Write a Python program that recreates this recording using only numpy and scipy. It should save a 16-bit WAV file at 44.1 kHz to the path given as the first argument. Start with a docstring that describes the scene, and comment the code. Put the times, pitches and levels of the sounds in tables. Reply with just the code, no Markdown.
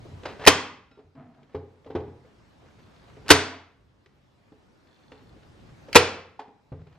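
"""An electric staple gun fires three times, close up, into plywood on a workbench in a workshop.
Each shot is a trigger click, the plunger's rattling run and a blow that rings board, bench and room.
The blow overloads the recorder, whose gain then ducks and creeps back. Between shots the gun and
the board are knocked, rubbed and slid, a loose part clinks and the shell creaks, over a low rumble."""
import sys
import numpy as np
from scipy import signal
from scipy.fft import rfft, irfft
from scipy.io import wavfile
from scipy.ndimage import uniform_filter1d, minimum_filter1d

SR = 44100
rng = np.random.default_rng(int(sys.argv[2]) if len(sys.argv) > 2 else 0)


def generate_wav(signal):
    """Clip the signal to [-1, 1] and save it as 16-bit WAV at the path in sys.argv[1]."""
    frames = np.transpose(np.atleast_2d(signal))
    scaled = np.clip(frames, -1, 1) * 32767
    pcm = np.round(scaled).astype(np.int16)
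    wavfile.write(sys.argv[1], SR, pcm)


N = 307817

# Tone of the room's air and of its rumble. Each row: frequency in Hz, level in dB.
AIR_COLOUR = [(12, -27.5), (25, -4), (112, -4), (213, -2), (452, -7.5), (1270, -15), (4680, -26),
              (8000, -36.5), (11000, -45), (15500, -66.5)]
RUMBLE_COLOUR = [(15, -4), (45, 1.5), (120, 2), (220, -11.5), (400, -37), (1500, -95)]
# Stereo image of the air. Each row: frequency in Hz, left-right likeness (1 is mono).
AIR_LIKENESS = [(30, 0.079), (125, .4), (290, 0.22), (1400, 0.17), (3100, .05), (7000, 0.84)]
# The rumble's swells and dips. Each row: time in seconds, level in dB.
RUMBLE_RIDE = [(0, -61.5), (.4, -62), (.9, -58.5), (1.5, -68.5), (2.2, -62.5), (2.7, -66), (3.2, -62.5),
               (3.9, -60), (4.5, -67.5), (4.95, -77), (5.2, -61.5), (5.9, -63), (6.4, -65.5), (6.98, -71)]
# Handling knocks. Each row: start in seconds, strength in dB, bench push in dB, tick in dB,
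# pitch of the struck spot in Hz.
KNOCKS = [(.052, -48, -49, -69.5, 353), (0.119, -49, -38, -72.5, 124.8), (0.232, -48.5, -50.5, -54, 503),
          (.261, -46, -42, -54.5, 698), (.323, -59, -48.5, -60, 454), (.394, -44, -46.5, -57, 603),
          (.436, -52.5, -47.5, -57, 595), (.911, -45, -68, -53.5, 264.8), (0.973, -36.5, -51, -66, 372),
          (.988, -33, -56, -67, 410), (1.039, -59, -34, -70.5, 95), (1.15, -44.5, -44, -56, 238),
          (1.429, -50.5, -55, -54, 400), (1.545, -19.5, -20, -56, 439), (1.844, -49.5, -47, -55.5, 557),
          (1.861, -32, -34, -57, 524), (1.901, -28, -33, -58, 480), (1.95, -15, -18.5, -46, 340),
          (1.999, -32, -26, -61, 435), (2.076, -43, -32, -64, 433), (2.247, -45.5, -59, -65, 502),
          (2.619, -53.5, -51.5, -69, 700), (3.079, -57.5, -52.5, -59, 738), (3.167, -47.5, -52.5, -64, 447),
          (3.26, -51.5, -49.5, -55, 403.5), (4.059, -49.5, -55, -48, 388), (4.519, -42, -51, -66, 292),
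          (4.869, -70, -57, -61, 1200), (5.117, -40, -49, -48.5, 521), (5.363, -50.5, -58, -65.5, 294),
          (5.429, -63, -54.5, -61.5, 1499), (5.884, -43.5, -57.5, -57.5, 528),
          (6.392, -19, -77, -43.5, 826), (6.479, -39.5, -70, -58, 260), (6.718, -23, -23, -65, 130),
          (6.789, -40, -27.5, -74, 109.2), (6.87, -47.5, -37, -60, 434)]
# Tone of a knock's tick and of its woody rattle. Each row: frequency in Hz, level in dB.
TICK_COLOUR = [(500, -18.5), (1200, 1.5), (2400, 2), (4000, -5.5), (7000, -17.5), (12000, -40),
               (16000, -66)]
CLATTER_COLOUR = [(150, -19), (450, 5), (900, 2), (1500, -9), (2500, -15), (5000, -24.5), (10000, -49),
                  (16000, -75.5)]
# Ring of the framed plywood and of the bench. Each row: pitch in Hz, level in dB, t60 in seconds.
BOARD_MODES = [(275, -0.5, 0.19), (302, 1.5, 0.06), (365, -6, 0.091), (433, 2.5, 0.29), (518, -0.5, 0.18),
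               (660, -4.5, .08), (740, -5, 0.069), (820, -6, 0.38), (992.3, -8, 0.055), (1100, -7.5, 0.023),
               (1200, -8, 0.055)]
BENCH_MODES = [(74, -3.5, 0.079), (87, -7.5, 0.5), (90, -0.5, .6), (126, -5, 0.47), (150, 1, 0.28),
               (199, -5.5, .12)]
# Hands, sleeves and the gun's nose rubbing. Each row: start in seconds, hold in seconds, level in dB.
RUBS = [(.225, 0.015, -49.5), (.255, 0.011, -50), (.318, 0.0086, -64.5), (.388, 0.004, -48.5),
        (.87, .09, -59.5), (1.3, 0.18, -67), (2.238, .006, -63), (2.62, .02, -64), (2.66, 0.64, -71.5),
        (4.865, 0.01975, -84), (5.108, .035, -63.5), (5.355, .05, -70), (6.74, .05, -59.5),
        (6.85, .09, -61.5)]
# Rubs that swell as weight comes down. Each row: end in seconds, final level in dB.
PRESSES = [(.45, -42.5), (1.54, -46), (3.28, -48), (5.928, -55.5)]
# Tone of the rubbing. Each row: frequency in Hz, level in dB.
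RUB_COLOUR = [(150, -23), (400, 4.5), (900, 0), (2000, -6), (4500, -15.5), (8000, -33), (14000, -65)]
# The shots. Each row: starts of trigger, plunger and blow in seconds, their three levels in dB,
# the blow's hold in seconds, board push in dB, echo send in dB, brightness in dB per octave,
# then the struck spot's pitch in Hz, level in dB and t60 in seconds.
SHOTS = [(.4515, .4652, .4715, -37, -25, -7.5, .0042, -7, 15.5, -.5, 299.4, -6.5, .11),
         (3.2817, 3.2912, 3.3022, -35, -31, -10, .008, -2.5, 15, .5, 295, -9, .16),
         (5.9289, 5.948, 5.9535, -31, -27, -9, .008, -4.5, 14, -.9, 490, -8, .25)]
# Ring of the switch and shell. Each row: pitch in Hz, width in Hz, level in dB.
TRIGGER_PEAKS = [(2120, 300, 2), (2560, 140, -3), (4170, 220, -6), (4460, 200, -7.5)]
# Tone of steel on staple and wood. Each row: frequency in Hz, level in dB.
SNAP_COLOUR = [(60, -30.5), (200, -12.5), (376, -2.5), (1060, -4), (2020, -6), (2760, -6), (3770, -9),
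               (5050, -10), (9440, -19.5), (12400, -25), (13700, -28.5), (16000, -33.5)]
# Ring of a loose metal part. Each row: pitch in Hz, level in dB, t60 in seconds.
CLINK_MODES = [(1380, 3, 0.31), (2550, -1, 0.2), (3850, -4, 0.17), (5130, -4, 0.17)]
# Shoves of the board over the bench. Each row: start in seconds, hold in seconds, level in dB.
SLIDES = [(1.147, 0.041, -42.5), (1.365, .012, -55)]
# Ring of the sliding board. Each row: pitch in Hz, width in Hz, level in dB.
SLIDE_PEAKS = [(141, 8.4, 9.5), (244.5, 19, 9.5), (412, 32, -6.5), (672, 60, 0), (969, 23, -14),
               (1242, 50, -18), (1700, 120, -33)]
# Creaks in the grip. Each row: start in seconds, hold in seconds, level in dB.
CREAKS = [(2.79, 0.27, -83), (4.86, .44, -77)]
# Ring of the gun's shell. Each row: pitch in Hz, width in Hz, level in dB.
SHELL_PEAKS = [(1600, 400, -1.5), (3550, 350, 0.5), (4160, 340, -0.5)]
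# The workshop's reverb time. Each row: frequency in Hz, t60 in seconds.
ECHO_DECAY = [(100, 0.94), (260, 0.5), (700, 0.55), (1840, 0.55), (4850, 0.45), (8000, 0.35), (12800, 0.1)]
# Stereo image of the echoes. Each row: frequency in Hz, left-right likeness (1 is mono).
ECHO_LIKENESS = [(500, 0.94), (2000, 0.63), (4500, 0.59), (7000, 0.75), (11000, 0.11)]
# Phase between the channels. Each row: frequency in Hz, the left's lead in radians.
LEFT_LEAD = [(100, 0.02), (1300, .05), (3000, 0.12), (4500, 1.2), (7000, 1.9), (10000, 1.9)]


def amp(db):
    return 10 ** (np.asarray(db) / 20)


def unit(x):
    return x / np.sqrt(np.mean(x ** 2) + 1e-20)


def curve_at(points, hz):
    f, value = np.transpose(points)
    return np.interp(np.log(hz + 1), np.log(f + 1), value)


def add(mix, s, sound):
    part = mix[max(round(s * SR), 0):][:len(sound)]
    part += sound[:len(part)]


def noise(colour, size, tilt_db=0):
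    """Coloured noise at rms 1, tilted by tilt_db per octave about 1 kHz."""
    hz = np.fft.rfftfreq(size, 1 / SR)
    gain = amp(curve_at(colour, hz) + tilt_db * np.log2(hz / 1000 + .1))
    return unit(irfft(rfft(rng.standard_normal(size)) * gain, size))


def resonate(x, peaks):
    """The sum of x through each resonance."""
    return sum(amp(db) * signal.lfilter(*signal.iirpeak(hz, hz / width, SR), x)
               for hz, width, db in peaks)


def modes(table):
    """A struck body's ring: dying sines with a soft attack."""
    t = np.arange(SR // 2) / SR
    ring = sum(amp(db - 60 * t / t60) * np.sin(2 * np.pi * hz * t) for hz, db, t60 in table)
    return ring * np.minimum(t / .0048, 1) / sum(amp(row[1]) for row in table)


def push(contact_s):
    """An uneven force of area 1 over the contact time."""
    phase = np.arange(600) / (SR * max(contact_s, .0002))
    force = (1 + .5 * rng.standard_normal(600)) * np.sin(np.pi * np.minimum(phase, 1)) ** 2
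    return force / abs(force).sum()


def slips(per_s, spread_db):
    """Friction as random small slips, a few of them large."""
    size = amp(spread_db * np.minimum(rng.exponential(1, N), 4)) * rng.choice([-1, 1], N)
    return size * (rng.random(N) < per_s / SR)


def strokes(rows, rise_s, fade_db_per_s):
    """Envelope of a series of strokes: each rises, holds and fades."""
    t = np.arange(N) / SR
    return sum(np.clip((t - s) / rise_s, 0, 1)
               * amp(db - fade_db_per_s * np.maximum(t - s - rise_s - hold, 0)) for s, hold, db in rows)


def room_tone():
    """The bed: softly mottled air noise, a lumpy rumble and a faint high whine."""
    frames, hz = N // 256 + 5, np.fft.rfftfreq(1024, 1 / SR)
    a, b, c, d, mottle = rng.standard_normal((frames, 513, 5)).T
    mottle = unit(uniform_filter1d(uniform_filter1d(mottle, size=10, axis=0), size=10, axis=1))
    likeness, left = curve_at(AIR_LIKENESS, hz)[:, None], a + 1j * b
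    right = likeness * left + np.sqrt(1 - likeness ** 2) * (c + 1j * d)
    spectra = np.array([left, right]) * amp(curve_at(AIR_COLOUR, hz)[:, None] + 1.5 * mottle)
    air = unit(signal.istft(spectra, nperseg=1024, noverlap=768)[1][:, :N])
    t = np.arange(N) / SR
    ride = amp(np.interp(t, *np.transpose(RUMBLE_RIDE)))
    lumps = amp(2.1 * unit(uniform_filter1d(rng.standard_normal(N), size=2500)))
    centre = noise(RUMBLE_COLOUR, N)
    rumble = np.array([centre + .19 * noise(RUMBLE_COLOUR, N) for _ in "LR"]) * lumps * ride
    whine = unit(resonate(rng.standard_normal(N), [(13232, 25, 0)]))
    return amp(-62) * air + rumble + amp(-99) * whine


def knocks():
    """Each knock ticks, rattles and rings its spot. Returns that sound and the board and bench forces."""
    air, board, bench = np.zeros((3, N))
    t = np.arange(4096) / SR
    heft = .19  # the bench's share in the board's level: a weighty knock moves both
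    for s, db, bench_db, tick_db, hz in KNOCKS:
        depth = 500 / hz  # deeper spots rattle duller, ring longer and are struck more softly
        tick = noise(TICK_COLOUR, len(t)) * np.minimum(t / .0029, 1) ** 2
        add(air, s, tick * amp(tick_db - 1500 * t))
        clatter = noise(CLATTER_COLOUR, len(t), tilt_db=-2 * np.log2(depth)) * np.minimum(t / .006, 1)
        add(air, s, clatter * amp(db - 12.5 - 551 * t))
        add(air, s, struck_spot(hz, db, t60=.044 * depth ** .55))
        board_db = (1 - heft) * db + heft * bench_db + 6.5
        add(board, s, amp(board_db) * push(contact_s=.0012 * depth ** .65))
        add(bench, s, amp(bench_db) * push(contact_s=.0062))
    return air, board, bench


def struck_spot(hz, db, t60):
    """The wood rings where it is hit; a pitch wobble gives the blur of close neighbouring modes."""
    t = np.arange(8192) / SR
    wobble = 1 + .05 * unit(uniform_filter1d(rng.standard_normal(len(t)), size=150))
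    tone = np.sin(2 * np.pi * np.cumsum(hz * wobble) / SR)
    return amp(db - 60 * t / t60) * tone * np.minimum(t / .0025, 1)


def rubbing():
    """Clumpy friction noise, in strokes and in presses that swell and stop dead."""
    grains = uniform_filter1d(abs(slips(per_s=170, spread_db=7)), size=200)
    clumps = unit(signal.lfilter([1], [1, -.994], grains) + .011)
    t = np.arange(N) / SR
    presses = sum(amp(db - 600 * np.maximum(s - t, 0)) * (t < s) for s, db in PRESSES)
    rubs = strokes(RUBS, rise_s=.029, fade_db_per_s=350)
    return noise(RUB_COLOUR, N) * (.34 + .44 * clumps) * (rubs + presses)


def staple_gun():
    """Click, plunger run and blow. Returns that sound, the board and bench forces and the echo send."""
    air, board, bench, walls = np.zeros((4, N))
    t, rise_s = np.arange(8192) / SR, .0053
    for (click_s, run_s, blow_s, click_db, run_db, blow_db,
         hold_s, board_db, echo_db, tilt_db, *spot) in SHOTS:
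        click = unit(resonate(rng.standard_normal(len(t)), TRIGGER_PEAKS))
        click_shape = (amp(-60 * t / .024) + .057 * amp(-60 * t / .061)) * np.minimum(t / .0008, 1)
        add(air, click_s, amp(click_db) * click * click_shape)
        # the plunger starts with a clack and rattles down its guide
        run_shape = (amp(-60 * t / .006) + .55) * (t < blow_s + rise_s - run_s)
        add(air, run_s, amp(run_db) * noise(SNAP_COLOUR, len(t), tilt_db) * run_shape)
        attack = np.minimum(t / rise_s, 1) ** .86
        decay = amp(-60 * np.maximum(t - rise_s - hold_s, 0) / .09)
        add(air, blow_s, amp(blow_db) * noise(SNAP_COLOUR, len(t), tilt_db) * attack * decay)
        add(board, blow_s, amp(board_db) * push(contact_s=.0012))
        # the plunger bottoms out
        add(board, blow_s + rise_s + hold_s / 2, amp(board_db + 1.5) * push(contact_s=.0011))
        add(air, blow_s + rise_s / 2, struck_spot(*spot))
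        add(bench, blow_s + rise_s / 2, amp(board_db - 6.5) * push(contact_s=.0033))
        add(walls, blow_s - 256 / SR, amp(echo_db) * wall_bang(tilt_db))
    return air, board, bench, walls


def wall_bang(tilt_db):
    """The blow as it hits the walls: one short pulse of energy 1 with the snap's colour."""
    hz = np.fft.rfftfreq(1024, 1 / SR)
    spectrum = amp(curve_at(SNAP_COLOUR, hz) + tilt_db * np.log2(hz / 1000 + .093))
    pulse = np.fft.fftshift(irfft(spectrum))
    return pulse / np.linalg.norm(pulse)


def clink():
    """A loose metal part is jolted once and rings."""
    air = np.zeros(N)
    add(air, s=.912, sound=amp(-47.5) * modes(CLINK_MODES))
    return air


def board_slide():
    """Soft, uneven slips ring the board as it is pushed over the bench."""
    soft_slips = signal.lfilter(*signal.butter(2, 1800, fs=SR), slips(per_s=1500, spread_db=2.5))
    return unit(resonate(soft_slips, SLIDE_PEAKS)) * strokes(SLIDES, rise_s=.021, fade_db_per_s=110.5)


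def shell_creaks():
    """Sparse slips in the grip ring the gun's shell."""
    ring = resonate(resonate(slips(per_s=40, spread_db=2), SHELL_PEAKS), SHELL_PEAKS)
    return unit(ring) * strokes(CREAKS, rise_s=.011, fade_db_per_s=300)


def workshop_echoes(send):
    """Stereo reverb from sparse reflections of random sign, each band dying at its own speed."""
    taps = np.zeros((6, SR))
    arrivals = np.arange(120, SR - 20, 20) + rng.integers(0, 20, (6, (SR - 121) // 20))
    np.put_along_axis(taps, arrivals, rng.choice([-1., 1.], arrivals.shape), 1)
    hz, t, spectra = signal.stft(taps, SR, nperseg=256)
    likeness, left = curve_at(ECHO_LIKENESS, hz)[:, None], spectra[:3]
    right = likeness * left + np.sqrt(1 - likeness ** 2) * spectra[3:]
    decay = amp(-60 * t / curve_at(ECHO_DECAY, hz)[:, None])
    tails = signal.istft(np.array([left, right]) * decay, SR, nperseg=256)[1][..., :SR * 2 // 3]
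    wet = signal.fftconvolve(send[None, None], tails / np.linalg.norm(tails[0, 0]), axes=2)[..., :N]
    # three tails take turns, so that no pitch lingers
    turns = np.cos(2 * np.pi * (23 * np.arange(N) / SR + np.arange(3)[:, None] / 3)) * np.sqrt(2 / 3)
    return (wet * turns).sum(1)


def scene():
    """Shots and knocks drive the same board and bench; handling, echoes and room tone join them."""
    shots, shots_on_board, shots_on_bench, bangs = staple_gun()
    knocking, knocks_on_board, knocks_on_bench = knocks()
    board = signal.fftconvolve(shots_on_board + knocks_on_board, modes(BOARD_MODES))[:N]
    bench = signal.fftconvolve(shots_on_bench + knocks_on_bench, modes(BENCH_MODES))[:N]
    near = knocking + board + board_slide() + rubbing() + shell_creaks() + clink()
    echoes = workshop_echoes(bangs + amp(-9.5) * shots + amp(-10.5) * near)
    left, right = shots + near + bench + echoes
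    lag = np.exp(-1j * curve_at(LEFT_LEAD, np.fft.rfftfreq(2 ** 19, 1 / SR)))
    late_right = irfft(rfft(right, 2 ** 19) * lag)[:N]
    return np.array([amp(.02) * left, late_right]) + room_tone()


def record(dry):
    """Gain control ducks after loud sound, holds and creeps back; the blows still clip."""
    threshold_db, drive_db, hiss_db, top_hz = -23, 11, -118, 15700
    hold, release_db_per_s = int(.6 * SR), 6.75
    dry = signal.lfilter(*signal.butter(2, 45, "high", fs=SR), dry)
    power = signal.lfilter([.004], [1, -(1 - .004)], (dry ** 2).mean(0))
    power_db = 10 * np.log10(power + 1e-12)
    held_db = -minimum_filter1d(-power_db, size=hold, origin=(hold - 1) // 2, mode="nearest")
    release_db = np.arange(N) * release_db_per_s / SR
    envelope_db = np.maximum.accumulate(held_db + release_db) - release_db
    duck_db = signal.lfilter([.0016], [1, -(1 - .0016)], np.maximum(envelope_db - threshold_db, 0))
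    hot = dry * amp(drive_db - duck_db) + amp(hiss_db) * rng.standard_normal(dry.shape)
    # the overload upsets the channel balance: it leaks, dulled, into the left-right difference
    excess = (hot - np.clip(hot, -.8, .8)).mean(0)
    spill = signal.lfilter(*signal.butter(3, [110, 1600], "band", fs=SR), abs(excess) + .3 * excess)
    clipped = np.clip(hot + amp(7) * np.array([spill, -spill]), -.95, .95)
    clipped = signal.lfilter(*signal.butter(1, 25, "high", fs=SR), clipped)
    high_cut = signal.firwin(255, top_hz, window=("kaiser", 6), fs=SR)
    return signal.oaconvolve(clipped, high_cut[None], "same")


dry = scene()
out = record(dry)
generate_wav(out)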